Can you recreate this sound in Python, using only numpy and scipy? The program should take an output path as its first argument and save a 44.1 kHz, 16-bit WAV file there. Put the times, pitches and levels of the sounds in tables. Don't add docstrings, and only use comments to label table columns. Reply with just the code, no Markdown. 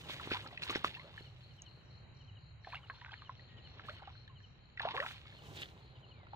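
import sys
import numpy as np
from scipy import signal
from scipy.fft import rfft, irfft, next_fast_len
from scipy.io import wavfile

SR = 44100
rng = np.random.default_rng(int(sys.argv[2]) if len(sys.argv) > 2 else 0)


def pcm_store(signal):
    levels = np.round(np.clip(np.atleast_2d(signal), -1, 1) * 32767)
    wavfile.write(sys.argv[1], SR, levels.astype(np.int16).T)


N = 280299
T = np.arange(N) / SR

# (time [s], slosh [dB], rustle [dB], spray [dB], froth [dB])
STIR = [(0, -55.5, -63.5, -65.5, -65.5), (.42, -57.5, -54, -68.5, -63), (.59, -62.5, -64.5, -80, -63),
        (.7, -57.5, -58, -85, -56), (.95, -61.5, -59, -81, -67), (1.22, -64.5, -62, -75.5, -68),
        (1.32, -71, -68, -83, -91), (1.8, -70.5, -79, -88, -78), (2.6, -78.5, -104, -113, -85),
        (2.85, -70, -72.5, -86.5, -72.5), (3.12, -73, -65, -99, -61), (3.42, -68.5, -72, -110, -83),
        (3.85, -65.5, -63, -104, -69.5), (4.1, -72, -67.5, -99, -67), (4.35, -79, -81, -116, -105),
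        (4.75, -76, -80, -116, -80), (4.82, -61.5, -62, -96, -82), (5.0, -60, -61, -88, -73),
        (5.2, -70, -63, -83.5, -79), (5.5, -56.5, -63.5, -67, -69), (5.78, -65, -70.5, -79.5, -73),
        (5.92, -64.5, -76, -92, -73.5), (6.36, -65.5, -76, -105, -68.5)]
# (start [s], rise [s], hold [s], rustle [dB], spray [dB], froth [dB])
SWEEPS = [(0.075, 0.014, 0.052, -49, -62, -73), (0.167, 0.048, 0.026, -55, -85, -56.5),
          (0.296, 0.0096, 0.03, -43, -64, -46.5), (0.612, 0.0096, 0.044, -47.5, -62, -62),
          (0.685, 0.015, 0.014, -51.5, -61, -53), (0.744, 0.013, 0.0063, -45.5, -63, -66),
          (0.835, 0.0081, 0.0059, -45.5, -54.5, -81), (0.863, 0.01, 0.01, -74, -90, -88),
          (2.624, 0.072, 0.068, -61, -81.5, -66), (3.82, 0.042, 0.09, -69, -76, -75),
          (4.776, 0.021, 0.11, -57, -94, -48.5), (4.924, 0.032, 0.08, -57.5, -68, -46),
          (5.018, 0.05, 0.049, -53.5, -62.5, -65), (5.519, 0.06, 0.044, -51.5, -64, -82)]
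RUSTLE, SPRAY, FROTH = range(3)
# (frequency [Hz], relative level [dB])
SLOSH_SPECTRUM = [(88, -35), (150, 8), (200, -4), (371, -3), (833, -7.5), (1500, -18.5), (1950, -44),
                  (3300, -120)]
RUSTLE_SPECTRUM = [(590, -5.5), (1000, -13), (1420, 0.5), (1640, 3.5), (3660, 9), (5260, -9.5), (7500, -34),
                   (9750, -51), (16500, -120)]
SPRAY_SPECTRUM = [(3820, -6), (6500, -5), (8550, -12), (9720, -15), (12500, -18), (13800, -14.5),
                  (15600, -17.5)]
AIR_SPECTRUM = [(15, -26), (40, -6.5), (100, -4.5), (170, -5.5), (300, -18), (800, -23), (2500, -26),
                (3200, -25.5), (3500, -57), (3900, -19.5), (4600, -37), (5100, -71), (8000, -73),
                (16000, -105)]
# (time [s], lag [microseconds])
WALKER_LAG = [(0, 149), (1.3, 146), (2.5, 54), (4.3, 152), (4.7, 142), (5.2, 131), (5.45, 246), (6.36, 243)]
# (frequency [Hz], left-right correlation [0-1])
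FAR_LIKENESS = [(30, 0.73), (100, 1), (300, 0.28), (600, 0.063), (3000, 0.062)]
# (time [s], relative level [dB])
RUMBLE_RIDE = [(0.0, -61), (0.21, -55), (4.07, -57.5), (4.74, -62.5), (4.83, -58), (6.36, -56)]
# (centre [Hz], width [Hz], relative level [dB])
RUMBLE_BANDS = [(81.7, 46, -3.5), (102.1, 9.3, -1.5), (120.4, 28.5, -1.5), (140.5, 37, -12)]
# (middle of first note [s], notes [count], first note [dB], later notes [dB])
BIRD_PHRASES = [(0.041, 1, -59.5, -64), (.43, 1, -58, -61), (1.19, 2, -59.5, -60), (1.519, 3, -66.5, -58),
                (1.808, 2, -72, -72), (2.216, 3, -61, -61), (2.84, 1, -58, -57), (3.191, 2, -59, -58.5),
                (3.508, 3, -69, -59), (3.976, 2, -60.5, -59.5), (4.295, 3, -67, -61),
                (5.391, 2, -60.5, -59.5), (5.792, 1, -73, -70), (5.964, 3, -60, -59.5)]
# (start pitch [Hz], end pitch [Hz], length [s])
BIRD_GLIDE = (3220, 2740, 0.039)
# (middle [s], level [dB], start pitch [Hz], end pitch [Hz], length [s])
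FAR_WHISTLES = [(3.544, -67.5, 1890, 1888, 0.21), (5.29, -69, 2220, 2160, 0.13),
                (6.197, -68.5, 2630, 1774, 0.18)]
# (time [s], relative
# crack level [dB], relative thud level [dB], pitch [Hz])
SNAPS = [(0.0956, -36.5, -47, 1030), (0.2733, -36.5, -40, 1000), (0.3162, -37, -33, 1610),
         (0.6199, -32, -60, 2470), (0.6962, -39, -39.5, 1500), (0.703, -39, -44, 1220),
         (0.711, -49, -45, 2300), (0.727, -31.5, -56, 1820), (0.7572, -26, -31.5, 1550),
         (0.845, -16, -35.5, 1184), (1.2075, -55, -52.5, 1800), (5.588, -40.5, -57, 3280),
         (5.6164, -44, -69, 3650), (5.632, -36.5, -66, 3000)]
# (time [s], relative level [dB], pitch [Hz])
DROPLET_TICKS = [(0.302, -45, 4170), (.319, -32, 2680), (.333, -42, 3600), (0.4736, -42, 4330),
                 (.594, -45, 3020), (.626, -46, 5040), (.6335, -34, 4100), (.698, -35, 4200),
                 (0.708, -48.5, 6400), (0.755, -43.5, 5500), (.764, -47, 5600), (0.85, -46.5, 5550),
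                 (0.855, -60, 7450), (1.619, -48, 6450), (4.2766, -49, 3870), (4.817, -35.5, 3800)]
# (time [s], relative level [dB], nominal pitch [Hz], 60 dB decay [s])
PLOPS = [(0.197, -39, 1300, 0.024), (0.308, -40.5, 1520, 0.052), (0.347, -36, 1610, 0.01),
         (0.364, -46.5, 943, 0.053), (0.461, -41, 1285, 0.024), (0.51, -50.5, 1940, 0.023),
         (.527, -53, 706, 0.064), (0.366, -45, 2390, .03), (0.5738, -37, 2530, 0.021),
         (.575, -41, 1930, 0.022), (0.6338, -24.5, 2650, 0.0057), (0.7, -34.5, 1150, 0.036),
         (0.751, -24, 2050, 0.0095), (0.8776, -30.5, 1740, 0.012), (0.9485, -40.5, 2690, 0.035),
         (0.968, -41, 1810, 0.021), (0.996, -44, 2070, 0.032), (1.1773, -40.5, 1745, 0.023),
         (2.6457, -42.5, 1740, 0.017), (2.671, -36, 755, 0.016), (2.722, -45.5, 2470, 0.028),
         (2.726, -46, 1730, 0.025), (2.753, -42, 2770, 0.043), (2.768, -48, 2240, 0.037),
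         (2.9, -42.5, 1640, 0.037), (2.899, -44.5, 1062, 0.049), (2.985, -53, 1500, .02),
         (3.014, -48, 1830, .02), (3.06, -42, 1520, 0.022), (3.091, -50.5, 1550, 0.041),
         (3.11, -54, 2580, 0.03), (3.118, -48.5, 3220, 0.03), (3.129, -47, 880, 0.017),
         (3.132, -48.5, 1630, 0.032), (3.1389, -40.5, 1810, 0.014), (3.219, -47, 1200, 0.024),
         (3.293, -38.5, 1044, 0.036), (3.394, -52, 1915, 0.023), (3.7947, -39.5, 1290, 0.016),
         (3.82, -59, 2050, 0.018), (3.837, -54, 1700, 0.016), (3.85, -51, 1700, 0.033),
         (3.907, -50, 2160, 0.021), (4, -52, 1530, 0.02), (4.021, -47.5, 800, 0.036),
         (4.035, -51, 1420, 0.018), (4.152, -54, 1520, 0.019), (4.075, -41, 792, 0.024),
         (4.277, -52.5, 1760, 0.025), (4.403, -58, 1745, 0.035), (4.774, -38.5, 1930, 0.024),
         (4.796, -28.5, 1755, 0.021), (4.803, -39, 785, 0.023), (4.847, -39, 1046, .03),
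         (4.852, -27, 678, 0.032), (4.9435, -36, 740, 0.026), (4.974, -35.5, 1720, 0.029),
         (4.978, -34.5, 1093, 0.045), (5.001, -24.5, 1840, 0.014), (5.027, -37, 1320, 0.022),
         (5.0623, -35.5, 1290, 0.019), (5.0883, -48, 2900, 0.014), (5.108, -48, 1360, 0.019),
         (5.255, -50, 1250, 0.018), (5.3217, -51.5, 1750, 0.027), (6.231, -52, 706, 0.026),
         (6.268, -48, 1390, 0.016), (6.332, -38.5, 833, 0.027)]
# (time [s], level [dB], start pitch [Hz], 60 dB decay [s], pitch climb [1/s])
GURGLES = [(.97, -51.5, 904, 0.28, 6), (1.04, -52, 506, 0.21, 8.5), (2.68, -49, 671, 0.12, 1.5),
           (2.728, -38, 806, 0.11, 40.5), (2.742, -46, 680, 0.081, 15.5), (2.832, -51, 950, 0.05, 53),
           (2.932, -55, 895, 0.08, 3.5), (3.015, -49, 944, 0.12, 2), (3.885, -29.5, 1075, 0.044, 41.5),
           (3.89, -46.5, 582, 0.13, 3.5), (4.076, -42.5, 1060, 0.043, 23), (4.295, -54.5, 1090, 0.14, -2),
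           (4.868, -37, 745, 0.2, 5.5), (4.875, -34, 894, 0.12, 6), (4.94, -42, 410, 0.29, 9.5),
           (4.955, -42, 815, 0.068, 6), (4.996, -36, 501, 0.2, 9), (5.03, -34, 1213, 0.059, 7),
           (6.335, -44, 843, 0.15, 4.5)]
# (time [s], trills so far [count])
CRICKET_PACE = [(.74, 0), (2.198, 6), (3.42, 11), (4.181, 14), (6.335, 23)]
# (time [s], level [dB])
CRICKET_RIDE = [(.7, -66), (1.7, -66.5), (2.2, -71.5), (2.7, -65.5), (4.2, -66), (4.5, -75), (4.9, -71),
                (5.6, -68.5), (6.3, -72)]
HIGH_TRILLS = [1.28, 1.58, 1.9, 2.21, 2.68, 3.0, 3.32, 3.75, 4.16, 4.47]
# (time [s], level [dB], pitch [Hz])
PATS = [(2.746, -30, 2400), (2.8987, -29.5, 1590), (3.0148, -48, 2100), (3.048, -33, 2000),
        (3.1356, -37, 2500), (3.1403, -38, 1900), (3.797, -39.5, 1800), (4.7742, -39, 2500),
        (4.888, -24, 2700), (4.9662, -22.5, 2500), (5.002, -30, 2590), (5.027, -29, 2200),
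        (5.063, -25, 2000), (5.1118, -33, 2000)]


def amp(db):
    return 10 ** (np.asarray(db) / 20)


def rms_one(x):
    return x / np.sqrt(np.mean(x ** 2) + 1e-20)


def at_hz(points, hz):
    knots_hz, values = np.transpose(points)
    return np.interp(np.log(hz + 1), np.log(knots_hz), values)


def colour(x, spectrum):
    size = next_fast_len(N)
    gain = amp(at_hz(spectrum, np.arange(size // 2 + 1) * SR / size))
    return rms_one(irfft(rfft(x, size) * gain, size)[..., :N])


def band(x, low_hz, high_hz):
    return rms_one(signal.sosfilt(signal.butter(2, [low_hz, high_hz], "band", fs=SR, output="sos"), x))


def drift(rate_hz):
    knots = np.arange(0, T[-1] + 1, .5 / rate_hz)
    return rms_one(np.interp(T, knots, rng.standard_normal(len(knots))))


def add(out, s, sound):
    i = max(round(s * SR), 0)
    out[i:i + len(sound)] += sound[:N - i]


def place(x, lag_us, pan_db):
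    fine = signal.resample_poly(x, 4, 1)
    late = np.interp(4 * (T - lag_us * 1e-6) * SR, np.arange(4 * N), fine)
    return np.array([late, x]) * amp([[pan_db / 2], [-pan_db / 2]])


def grains(per_s, spread_db, smooth):
    sizes = amp(spread_db * np.minimum(rng.exponential(1, N), 5)) * rng.choice([-1, 1], N)
    return rms_one(sizes * (rng.random(N) < per_s / SR)) + smooth * rng.standard_normal(N)


def boot_envelope(layer, fade_db_per_s):
    times, _, *stir_db = np.transpose(STIR)
    out, t = amp(np.interp(T, times, stir_db[layer])), np.arange(SR // 2) / SR
    for s, rise_s, hold_s, *db in SWEEPS:
        fade_db = fade_db_per_s * np.maximum(t - rise_s - hold_s, 0)
        add(out, s, np.minimum(t / rise_s, 1) ** 2 * amp(db[layer] - fade_db))
    return out


def bubble(t, hz, t60, climb, rise_s, wobble=0):
    envelope = amp(-60 * t / t60) * (1 - np.exp(-t / rise_s)) * (1 + wobble)
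    return envelope * np.sin(2 * np.pi * hz * (t + climb * t * t / 2))


def wading():
    slosh = colour(grains(300, spread_db=2.5, smooth=1.04), SLOSH_SPECTRUM)
    rustle = colour(grains(1600, spread_db=5.5, smooth=0.84), RUSTLE_SPECTRUM)
    sweep = boot_envelope(RUSTLE, fade_db_per_s=302) * amp(2.8 * drift(35))
    wide_grass = amp(-6) * sweep * np.array([np.roll(rustle, N // 3), np.roll(rustle, -N // 3)])
    push = amp(np.interp(T, *np.transpose(STIR)[:2]) + 1.7 * drift(25))
    return wide_grass, push * slosh + sweep * rustle + froth()


def froth():
    out, t = np.zeros(N), np.arange(int(.04 * SR)) / SR
    for when, pitch, strength in rng.random((2200, 3)):
        hz = 800 * 5.5 ** pitch
        ring = bubble(t, hz, t60=18 / hz, climb=hz / 80, rise_s=.0015)
        add(out, when * N / SR, amp(13 * strength) * ring)
    return boot_envelope(FROTH, fade_db_per_s=257) * rms_one(out)


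def spray():
    fizz = grains(700, spread_db=2.6, smooth=.3) + 1.5 * rng.standard_normal((2, N))
    envelope = boot_envelope(SPRAY, fade_db_per_s=294) * amp(2 * drift(30))
    return envelope * colour(fizz, SPRAY_SPECTRUM) * amp([[-2.5], [2.5]])


def bank_echo(x):
    dull = amp(-17.5) * signal.lfilter([.4], [1, -.6], x)
    return np.array([sum(np.roll(dull, int(delay * SR)) * (T > delay) for delay in delays_s)
                     for delays_s in [(.0037, .009, .017), (.0051, .012, .021)]])


def far_bed():
    size = next_fast_len(N)
    alike = at_hz(FAR_LIKENESS, np.arange(size // 2 + 1) * SR / size)
    mid, side = rfft(rng.standard_normal((2, size))) * np.sqrt([1 + alike, 1 - alike])
    pair = irfft([mid + side, mid - side], size)[:, :N]
    rumble = sum(amp(db) * band(pair, hz - width / 2, hz + width / 2) for hz, width, db in RUMBLE_BANDS)
    air = amp(-61 + 0.93 * drift(0.98)) * colour(pair, AIR_SPECTRUM)
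    return air + amp(np.interp(T, *np.transpose(RUMBLE_RIDE)) - 2.5) * rms_one(rumble)


def insect_buzz():
    return amp(-105 + 2.5 * drift(3.6)) * band(rng.standard_normal(N), 6690, 6990)


def birdsong(note_gap_s=.0765):
    notes = [(s + k * note_gap_s, later_db if k else first_db, *BIRD_GLIDE)
             for s, count, first_db, later_db in BIRD_PHRASES for k in range(count)]
    out = np.zeros(N)
    for s, db, start_hz, end_hz, length_s in notes + FAR_WHISTLES:
        glide_hz = np.linspace(start_hz, end_hz, int(length_s * SR))
        tone = np.sin(2 * np.pi * np.cumsum(glide_hz) / SR)
        add(out, s - length_s / 2, amp(db) * np.sqrt(np.hanning(len(tone))) * tone)
    out += .18 * np.roll(out, int(.034 * SR))
    return out * (1 + .3 * drift(120))


def snaps_and_ticks():
    out, t = np.zeros(N), np.arange(int(0.034 * SR)) / SR
    attack = (1 - np.exp(-t / 0.00036)) ** 2
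    for s, db, thud_db, hz in SNAPS:
        splinter = band(rng.standard_normal(len(t)), hz * 0.5, 4300)
        crack = np.sin(2 * np.pi * hz * t) + hz / 3300 * splinter
        add(out, s, amp(db + 6.5) * attack * crack * np.exp(-t / 0.0013))
        add(out, s, amp(thud_db + 13) * attack * np.sin(2 * np.pi * 360 * t) * np.exp(-t / 0.0017))
    out = signal.sosfilt(signal.butter(4, 3900, fs=SR, output="sos"), out + 1e-18)
    for s, db, hz in DROPLET_TICKS:
        tick = band(rng.standard_normal(len(t)), hz * 0.91, hz * 1.05)
        add(out, s, amp(db + 4.5) * tick * attack * np.exp(-t / 0.0023))
    return out


def plops_and_gurgles():
    out, t = np.zeros(N), np.arange(int(.2 * SR)) / SR
    for s, db, hz, t60 in PLOPS:
        noise = rng.standard_normal(len(t))
        splash = band(noise, hz * 0.95, hz * 1.75) * (1 - np.exp(-t / 0.00058)) * np.exp(-t / 0.0028)
        ring = bubble(t, hz * 0.9825, t60, 0.13 / t60, rise_s=0.0017, wobble=0.4 * band(noise, 40, 220))
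        add(out, s, amp(db + 7.5) * (ring + 0.26 * splash))
    for s, db, hz, t60, climb in GURGLES:
        wobble = 0.4 * band(rng.standard_normal(len(t)), 34, 140)
        add(out, s, amp(db) * bubble(t, hz, t60, climb, rise_s=0.0027, wobble=wobble))
    return signal.sosfilt(signal.butter(6, 5200, fs=SR, output="sos"), out)


def near_trills():
    due, sung = np.transpose(CRICKET_PACE)
    times = np.interp(np.arange(sung[-1] + 1), sung, due)
    return zip(times, np.interp(times, *np.transpose(CRICKET_RIDE)))


def cricket(trills, length_s, hz, width_hz, depth, strokes_per_s=40.3):
    swell, t = np.zeros(N), np.arange(int(length_s * SR)) / SR
    strokes = 1 - depth * np.cos(2 * np.pi * strokes_per_s * t)
    trill = strokes * (1 - np.exp(-t / 0.02)) * np.cos(np.pi / 2 * t / length_s)
    for s, db in trills:
        add(swell, s - length_s / 3, amp(db) * trill)
    smear = band(rng.standard_normal(N), hz - width_hz / 2, hz + width_hz / 2)
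    return swell * (smear + 0.5 * np.sin(2 * np.pi * hz * T + 3.34 * drift(12)))


def pats():
    out, t = np.zeros(N), np.arange(SR // 200) / SR
    for s, db, hz in PATS:
        add(out, s, amp(db) * np.sin(2 * np.pi * hz * t) * np.exp(-((hz * t - 1) / 0.6) ** 2))
    return out


def scene():
    water = plops_and_gurgles()
    wide_grass, wake = wading()
    steps = wake + snaps_and_ticks() + water + pats()
    lag_us = np.interp(T, *np.transpose(WALKER_LAG))
    walker = place(steps, lag_us, pan_db=-1) + bank_echo(steps) + spray() + wide_grass
    near = cricket(near_trills(), length_s=0.191, hz=4210, width_hz=246, depth=0.23)
    high = cricket([(s, -80.5) for s in HIGH_TRILLS], length_s=0.23, hz=5570, width_hz=380, depth=0.4)
    crickets = place(near, lag_us=4, pan_db=8.5) + place(high, lag_us=54, pan_db=1.5)
    buzz = place(insect_buzz(), lag_us=27, pan_db=-31)
    bird = place(birdsong(), lag_us=10, pan_db=2.5)
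    return walker + crickets + buzz + bird + far_bed()


def record(dry, cutoff_hz=15720):
    return signal.sosfilt(signal.ellip(12, .5, 70, cutoff_hz, fs=SR, output="sos"), dry)


dry = scene()
out = record(dry)
pcm_store(out)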